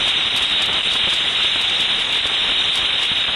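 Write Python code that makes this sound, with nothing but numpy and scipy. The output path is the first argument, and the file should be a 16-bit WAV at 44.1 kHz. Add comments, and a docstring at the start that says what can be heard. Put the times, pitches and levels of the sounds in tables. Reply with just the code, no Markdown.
"""An electric mechanical calculator runs without stopping, close to a small overloaded microphone.
Gear teeth whirr: random clicks ring the resonances of the metal frame. Cams rattle the levers
in a pattern of two shaft turns: random clicks in a wide low band, with louder knocks and dull thumps.
Above lie a thin, patchy treble hiss of shaped noise and faint irregular ticks made of treble bursts."""
import sys
import numpy as np
from scipy import signal
from scipy.fft import rfft, irfft, next_fast_len
from scipy.io import wavfile
from scipy.ndimage import uniform_filter1d

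SR = 44100
rng = np.random.default_rng(int(sys.argv[2]) if len(sys.argv) > 2 else 0)


def transcribe(u):
    """Save the signal u as a 16-bit wav file named by the first command-line argument.

    u: samples, shape (n,) or (channels, n), limited to [-1, 1]; the rate is SR.
    q: integer samples, one column per channel.
    """
    v = np.clip(np.atleast_2d(u).T, -1, 1)
    q = np.round(v * 32767).astype(np.int16)
    wavfile.write(sys.argv[1], SR, q)


N = 147735

# Resonances of the metal frame: pitch_hz, width_hz, level_db
FRAME_MODES = [(773, 6.4, -13.5), (1787, 630, -21.5), (2408, 376, -14.5), (2920, 267, -8), (3240, 300, -7),
               (3598, 220, -6.5), (3555, 20, -4.5), (3778, 130, 0), (3925, 156, -7.5), (3955, 71, -11)]
# Loudness of the whirr over time, before load and chatter: time_s, level_db
WHIRR_LEVEL = [(0, -20), (.3, -20.3), (.44, -21.5), (.485, -20), (.52, -20.3), (.78, -21), (.83, -20.5),
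               (.88, -20), (1.2, -21.5), (1.5, -20), (1.8, -20), (2.05, -20.5), (2.22, -21.5), (2.4, -20.5),
               (2.64, -20), (2.72, -21), (3.0, -20.5), (3.2, -20.5), (3.25, -20.5), (3.3, -22.5),
               (3.35, -21)]
# Load of the cams on the levers over two shaft turns: position_turns, load_db (its mean is taken out)
CAM_LOAD = [(0, 1), (0.122, 1.6), (0.251, 1), (0.419, 1.5), (0.549, 2.5), (.62, -1), (0.799, 0), (.9, -1),
            (0.988, 3), (1.071, 1.7), (1.19, 0), (1.299, 2), (1.42, -0.5), (1.51, 3), (1.601, 0.5),
            (1.71, -0.5), (1.879, 0.1)]
# Tone of the lever rattle: pitch_hz, level_db_per_hz (relative)
RATTLE_TONE = [(18, -16), (30, 3.5), (120, 0.4), (300, 1.1), (700, 1.75), (1400, 2.5), (2000, -4.5),
               (3000, -12), (4000, -25)]
# Loudness of the rattle over time, before RATTLE_GAIN_DB and load: time_s, level_db
RATTLE_LEVEL = [(0, -38.5), (.15, -42.5), (.3, -42), (.5, -42), (.7, -40.5), (.78, -40), (.84, -43.5),
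                (.9, -42), (1.1, -43.5), (1.3, -41.5), (1.5, -43.5), (1.7, -41), (1.9, -41.5), (2.1, -41.5),
                (2.2, -42.5), (2.3, -42.5), (2.5, -41), (2.7, -42.5), (2.9, -42), (3.1, -43.5),
                (3.24, -42.5), (3.35, -42.5)]
# Louder lever knocks: start_s, level_db (before KNOCK_GAIN_DB)
LEVER_KNOCKS = [(0.071, -22), (0.405, -18.5), (0.688, -15.5), (0.734, -20.1), (0.763, -28), (0.866, -25),
                (0.952, -13), (1.035, -23), (1.069, -10), (1.125, -15), (1.198, -19), (1.262, -22),
                (1.299, -26), (1.38, -15), (1.441, -19), (1.553, -27), (1.902, -28), (2.089, -19),
                (2.145, -21), (2.248, -24), (2.309, -11), (2.485, -16), (2.596, -23), (2.654, -22.1),
                (2.762, -19), (3.112, -17), (3.182, -26), (3.281, -17)]
# Brief level changes of the whole clatter, nearly all dips: centre_s, change_db
CLATTER_GAPS = [(0.131, -5.5), (0.296, -4), (0.473, -5), (0.49, -6), (0.721, -1), (0.81, -1.5),
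                (0.825, -10.5), (0.845, -6.4), (1.338, 0), (1.875, -4.8), (1.961, -2), (2.036, -2.5),
                (2.062, -5.5), (2.117, -1), (2.193, 1), (2.222, -7.5), (2.281, -2.5), (2.292, -4),
                (2.317, -3), (2.334, -3.5), (2.633, -4), (2.723, 0), (2.951, -4), (2.972, -4.5),
                (3.061, -4), (3.08, -2), (3.147, -4), (3.237, -4), (3.261, -9.1)]
# Low blows through the case: centre_s, peak_db, pitch_hz
CASE_THUMPS = [(.078, -31, 200), (0.161, -31, 150), (.346, -32, 150), (.701, -38, 250), (.773, -30, 200),
               (0.874, -24, 330), (1.043, -34, 100), (1.56, -36, 120), (1.91, -38, 120),
               (2.257, -32.5, 110), (2.83, -43, 40.7), (3.119, -28, 151), (3.189, -30, 300),
               (3.288, -37, 70)]
# Ticks: start_s, level_db (before TICK_GAIN_DB), top_treble_db (relative, before TICK_TOP_GAIN_DB),
# swell_db (relative to the snap)
TICK_EVENTS = [(0.078, -19.5, -41, -8), (0.3607, -15.5, -33, -18), (0.3716, -15.5, -35, -27),
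               (0.4229, -20.5, -40, -7), (0.498, -26, -43, -6), (0.619, -17, -41, -12),
               (0.6564, -20.5, -36, -23), (0.728, -24, -39, -11), (0.9338, -23, -39, -1.5),
               (1.0979, -25, -38, -6), (1.1345, -17, -40, -9.5), (1.1594, -27, -34, -13),
               (1.3184, -27, -72, -3.5), (1.4314, -24.5, -50, -8), (1.612, -20.5, -34, -15),
               (1.695, -21, -66, -11), (1.805, -20.5, -36, -7.5), (2.002, -29, -40, 1.5),
               (2.1236, -22, -37, -9), (2.145, -34, -33, -6), (2.1703, -25.5, -41, -9),
               (2.2648, -16.5, -43, -23), (2.7545, -18, -36, -8.5), (2.7765, -27, -33, -7),
               (3.0265, -24, -37, -1), (3.0505, -34, -29, -14), (3.1727, -32, -30, -6)]
# Tone of the ticks: pitch_hz, level_db_per_hz (relative)
TICK_TONE = [(4200, 4), (4800, 0), (6000, -3.5), (9500, -5), (9700, -19.5), (10200, 2), (10500, -37)]
# Tone of the top treble of the ticks: pitch_hz, level_db_per_hz (relative)
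TICK_TOP_TONE = [(10400, -18), (10800, 5), (13600, 0), (14000, -7.5), (15500, -19)]
# Tone of the hiss: pitch_hz, level_db_per_hz (relative)
HISS_TONE = [(4300, -22), (4600, -28), (4750, 3.5), (6300, 2.5), (6600, -2), (7500, 1), (8200, -2.5),
             (9500, 6), (9700, -3.5), (10300, -18), (10600, -23.5), (11000, -42)]
# Loudness of the hiss over time, before load: time_s, level_db
HISS_LEVEL = [(0.0, -41.5), (0.59, -44), (0.69, -46), (0.81, -43), (1.06, -42), (1.6, -41.5), (1.79, -43),
              (2.24, -43), (2.64, -41.5), (3.03, -45), (3.35, -44.5)]

SHAFT_TURNS_PER_S = 5.775
# How many dB each layer moves per dB of cam load
WHIRR_PER_LOAD, RATTLE_PER_LOAD, HISS_PER_LOAD = 0.38, 1.25, 0.75
TEETH_PER_S, TEETH_SPREAD_DB = 2000, 2.5
RING_LOW_SHARE = 0.48  # each mode radiates little below this share of its pitch
CHATTER_PER_S, CHATTER_T60_S, CHATTER_RMS_DB = 150, 0.035, 1.3
RATTLE_PER_S, RATTLE_SPREAD_DB, RATTLE_GAIN_DB = 2000, 1, 5.5
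KNOCK_RISE_S, KNOCK_T60_S, KNOCK_GAIN_DB = 0.008, 0.038, -20
GAP_FALL_S, GAP_RISE_S = 0.0064, 0.004
MACHINE_TOP_HZ = 4170  # whirr, rattle and thumps end here
TICK_RISE_S, TICK_T60_S, TICK_GAIN_DB = 0.0016, 0.057, -13.5
SWELL_S, SWELL_LAG_S = 0.045, 0.0057
TICK_TOP_GAIN_DB, TOP_SWELL_DB = 21, -6
HISS_PATCH_DB, HISS_SIDE_DB = 3.5, -32
DRIVE_DB, CEILING_DB, KNEE = 16, -11, 4.3  # a higher KNEE clips harder
INPUT_HZ, CONVERTER_HZ, TREBLE_FROM_HZ, EDGE_HZ = 4250, 3912, 4300, 15600


def whirr(load_db):
    """Gear teeth strike at random and ring the damped resonances of the frame."""
    t = np.arange(3000) / SR
    ringing = np.zeros(N)
    for hz, width_hz, db in FRAME_MODES:
        ring = np.exp(-np.pi * width_hz * t) * np.sin(2 * np.pi * hz * t)
        low_cut = signal.butter(4, RING_LOW_SHARE * hz, "high", fs=SR, output="sos")
        ring = signal.sosfilt(low_cut, ring)
        teeth = random_clicks(TEETH_PER_S, TEETH_SPREAD_DB)
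        # wide modes die sooner, so the width makes up their strength
        ringing += amp(db) * width_hz * signal.oaconvolve(teeth, ring)[:N]
    level_db = curve(WHIRR_LEVEL, column=1) + WHIRR_PER_LOAD * load_db + chatter_db()
    return evened(ringing) * amp(level_db)


def chatter_db():
    """Irregular jolts of the gear train: the teeth bite suddenly harder, then ease."""
    ease = amp(-60 * np.arange(4000) / SR / CHATTER_T60_S)
    jolts = signal.oaconvolve(abs(random_clicks(CHATTER_PER_S, 3)), ease)[:N]
    bite = np.log(jolts + 0.3)  # the floor keeps the pauses from falling silent
    return CHATTER_RMS_DB * evened(bite - bite.mean())


def cam_db():
    """The cams repeat their load on the levers every two shaft turns."""
    turns, db = np.transpose(CAM_LOAD)
    shaft_turns = np.arange(N) * SHAFT_TURNS_PER_S / SR
    return np.interp(shaft_turns, turns, db - db.mean(), period=2)


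def rattle(load_db):
    """Levers and pawls clatter over a wide low band, strongest where the cams load them."""
    level = amp(curve(RATTLE_LEVEL, column=1) + RATTLE_GAIN_DB + RATTLE_PER_LOAD * load_db)
    for start_s, db in LEVER_KNOCKS:
        level += amp(db + KNOCK_GAIN_DB) * burst(start_s, KNOCK_RISE_S, KNOCK_T60_S)
    clatter = random_clicks(RATTLE_PER_S, RATTLE_SPREAD_DB)
    return coloured(clatter, RATTLE_TONE) * level


def gap_db():
    """The level of the clatter changes for a few milliseconds, mostly a dip, and snaps back."""
    t = np.arange(N) / SR
    total_db = np.zeros(N)
    for centre_s, db in CLATTER_GAPS:
        width_s = np.where(t < centre_s, GAP_FALL_S, GAP_RISE_S)
        total_db += db * np.exp(-((t - centre_s) / width_s) ** 2)
    return total_db


def thumps():
    """Each blow through the case is a single dull push and rebound."""
    t = np.arange(N) / SR
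    out = np.zeros(N)
    for centre_s, db, hz in CASE_THUMPS:
        phase = 2 * np.pi * hz * (t - centre_s)
        out += amp(db) * phase * np.exp((1 - phase ** 2) / 2)
    return out


def ticks():
    """Each tick is a short burst of treble on a soft swell; its top treble has its own level."""
    t = np.arange(N) / SR
    body_power, top_power = np.zeros(N), np.zeros(N)
    for start_s, db, top_db, swell_db in TICK_EVENTS:
        snap = burst(start_s, TICK_RISE_S, TICK_T60_S)
        bell = np.exp(-((t - start_s - SWELL_LAG_S) / SWELL_S) ** 2)
        swell = amp(swell_db) * bell
        top_swell = amp(TOP_SWELL_DB) * swell * bell  # narrower than the body's swell
        body_power += (amp(db + TICK_GAIN_DB) * (snap + swell)) ** 2
        top_gain = amp(db + TICK_GAIN_DB + top_db + TICK_TOP_GAIN_DB)
        top_power += (top_gain * (snap + top_swell)) ** 2
    body = coloured(random_clicks(4000, 3.0), TICK_TONE)
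    top = coloured(random_clicks(9000, 2.2), TICK_TOP_TONE)
    return np.sqrt(body_power) * body + np.sqrt(top_power) * top


def hiss(load_db):
    """Treble noise whose level drifts in patches of time and pitch, nearly alike in both channels."""
    bands = signal.stft(rng.standard_normal((2, N)), nperseg=512)[2]
    patches = rng.standard_normal(bands.shape[1:])
    patches = uniform_filter1d(patches, 3, axis=0)  # over pitch
    patches = evened(uniform_filter1d(patches, 14, axis=1))  # over time
    # the side gets deeper patches, mirrored in pitch
    bands *= amp([HISS_PATCH_DB * patches, 1.8 * HISS_PATCH_DB * patches[::-1]])
    mid, side = signal.istft(bands, nperseg=512)[1][:, :N]
    mid = coloured(mid, HISS_TONE)
    side = amp(HISS_SIDE_DB) * coloured(side, HISS_TONE)
    level_db = curve(HISS_LEVEL, column=1) + HISS_PER_LOAD * load_db
    return np.array([mid + side, mid - side]) * amp(level_db)


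def random_clicks(per_s, spread_db):
    """Single-sample clicks at random times, of either sign, a few of them large."""
    when, size, sign = rng.random((N, 3)).T
    size_db = spread_db * np.minimum(-np.log(size + 1e-9), 5)
    return (when < per_s / SR) * np.sign(sign - 0.5) * amp(size_db)


def burst(start_s, rise_s, t60_s):
    """Envelope: straight quick rise, then exponential decay by 60 dB in t60_s."""
    age_s = np.maximum(np.arange(N) / SR - start_s, 0)
    return np.minimum(age_s / rise_s, 1) * amp(-60 * np.maximum(age_s - rise_s, 0) / t60_s)


def coloured(x, points):
    """Gives x the tone of a table, with next to nothing outside its range; rms 1."""
    size = next_fast_len(N)
    hz = np.fft.rfftfreq(size, 1 / SR)
    point_hz, point_db = np.transpose(points)
    shape_db = np.interp(np.log(hz + 1), np.log(point_hz + 1), point_db, left=-90, right=-90)
    return evened(irfft(rfft(x, size) * amp(shape_db), size)[..., :N])


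def curve(table, column):
    """Draws straight lines through a table over time."""
    rows = np.array(table)
    return np.interp(np.arange(N) / SR, rows[:, 0], rows[:, column])


def evened(x):
    """Scales x to rms 1."""
    return x / np.sqrt(np.mean(x ** 2) + 1e-20)


def amp(db):
    """Turns decibels into a linear gain."""
    return 10 ** (np.asarray(db) / 20)


def scene():
    """One cam load drives whirr, rattle and hiss; the machine is dulled, hiss and ticks are not."""
    load_db = cam_db()
    machine = (whirr(load_db) + rattle(load_db)) * amp(gap_db()) + thumps()
    dull = signal.firwin(1023, MACHINE_TOP_HZ, window=("kaiser", 10), fs=SR)
    return signal.oaconvolve(machine, dull, "same") + hiss(load_db) + ticks()


def treble(x):
    """Keeps what lies above the converter's band."""
    high_pass = signal.firwin(1023, TREBLE_FROM_HZ, window=("kaiser", 9), fs=SR, pass_zero=False)
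    return signal.oaconvolve(x, high_pass, "same")


def record(dry):
    """The microphone overloads and is sampled 8000 times a second; the treble passes beside it."""
    mid = dry.mean(0)
    hot = amp(DRIVE_DB) * mid
    clipped = amp(CEILING_DB) * hot / (1 + abs(hot) ** KNEE) ** (1 / KNEE)
    # the input filter lets a little above 4000 Hz through, which folds back
    guard = signal.firwin(441 * 20 + 1, INPUT_HZ, window=("kaiser", 5), fs=SR * 80)
    coarse = signal.resample_poly(clipped, 80, 441, window=guard)
    smooth = signal.firwin(441 * 24 + 1, CONVERTER_HZ, window=("kaiser", 4), fs=8000 * 441)
    low = signal.resample_poly(coarse, 441, 80, window=smooth)[:N]
    low = np.pad(low, (0, N - len(low)))
    stereo_difference = dry - mid
    out = stereo_difference + treble(mid) + low
    edge = signal.firwin(511, EDGE_HZ, window=("kaiser", 9), fs=SR)
    return signal.oaconvolve(out, edge[None], "same")


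dry = scene()
out = record(dry)
transcribe(out)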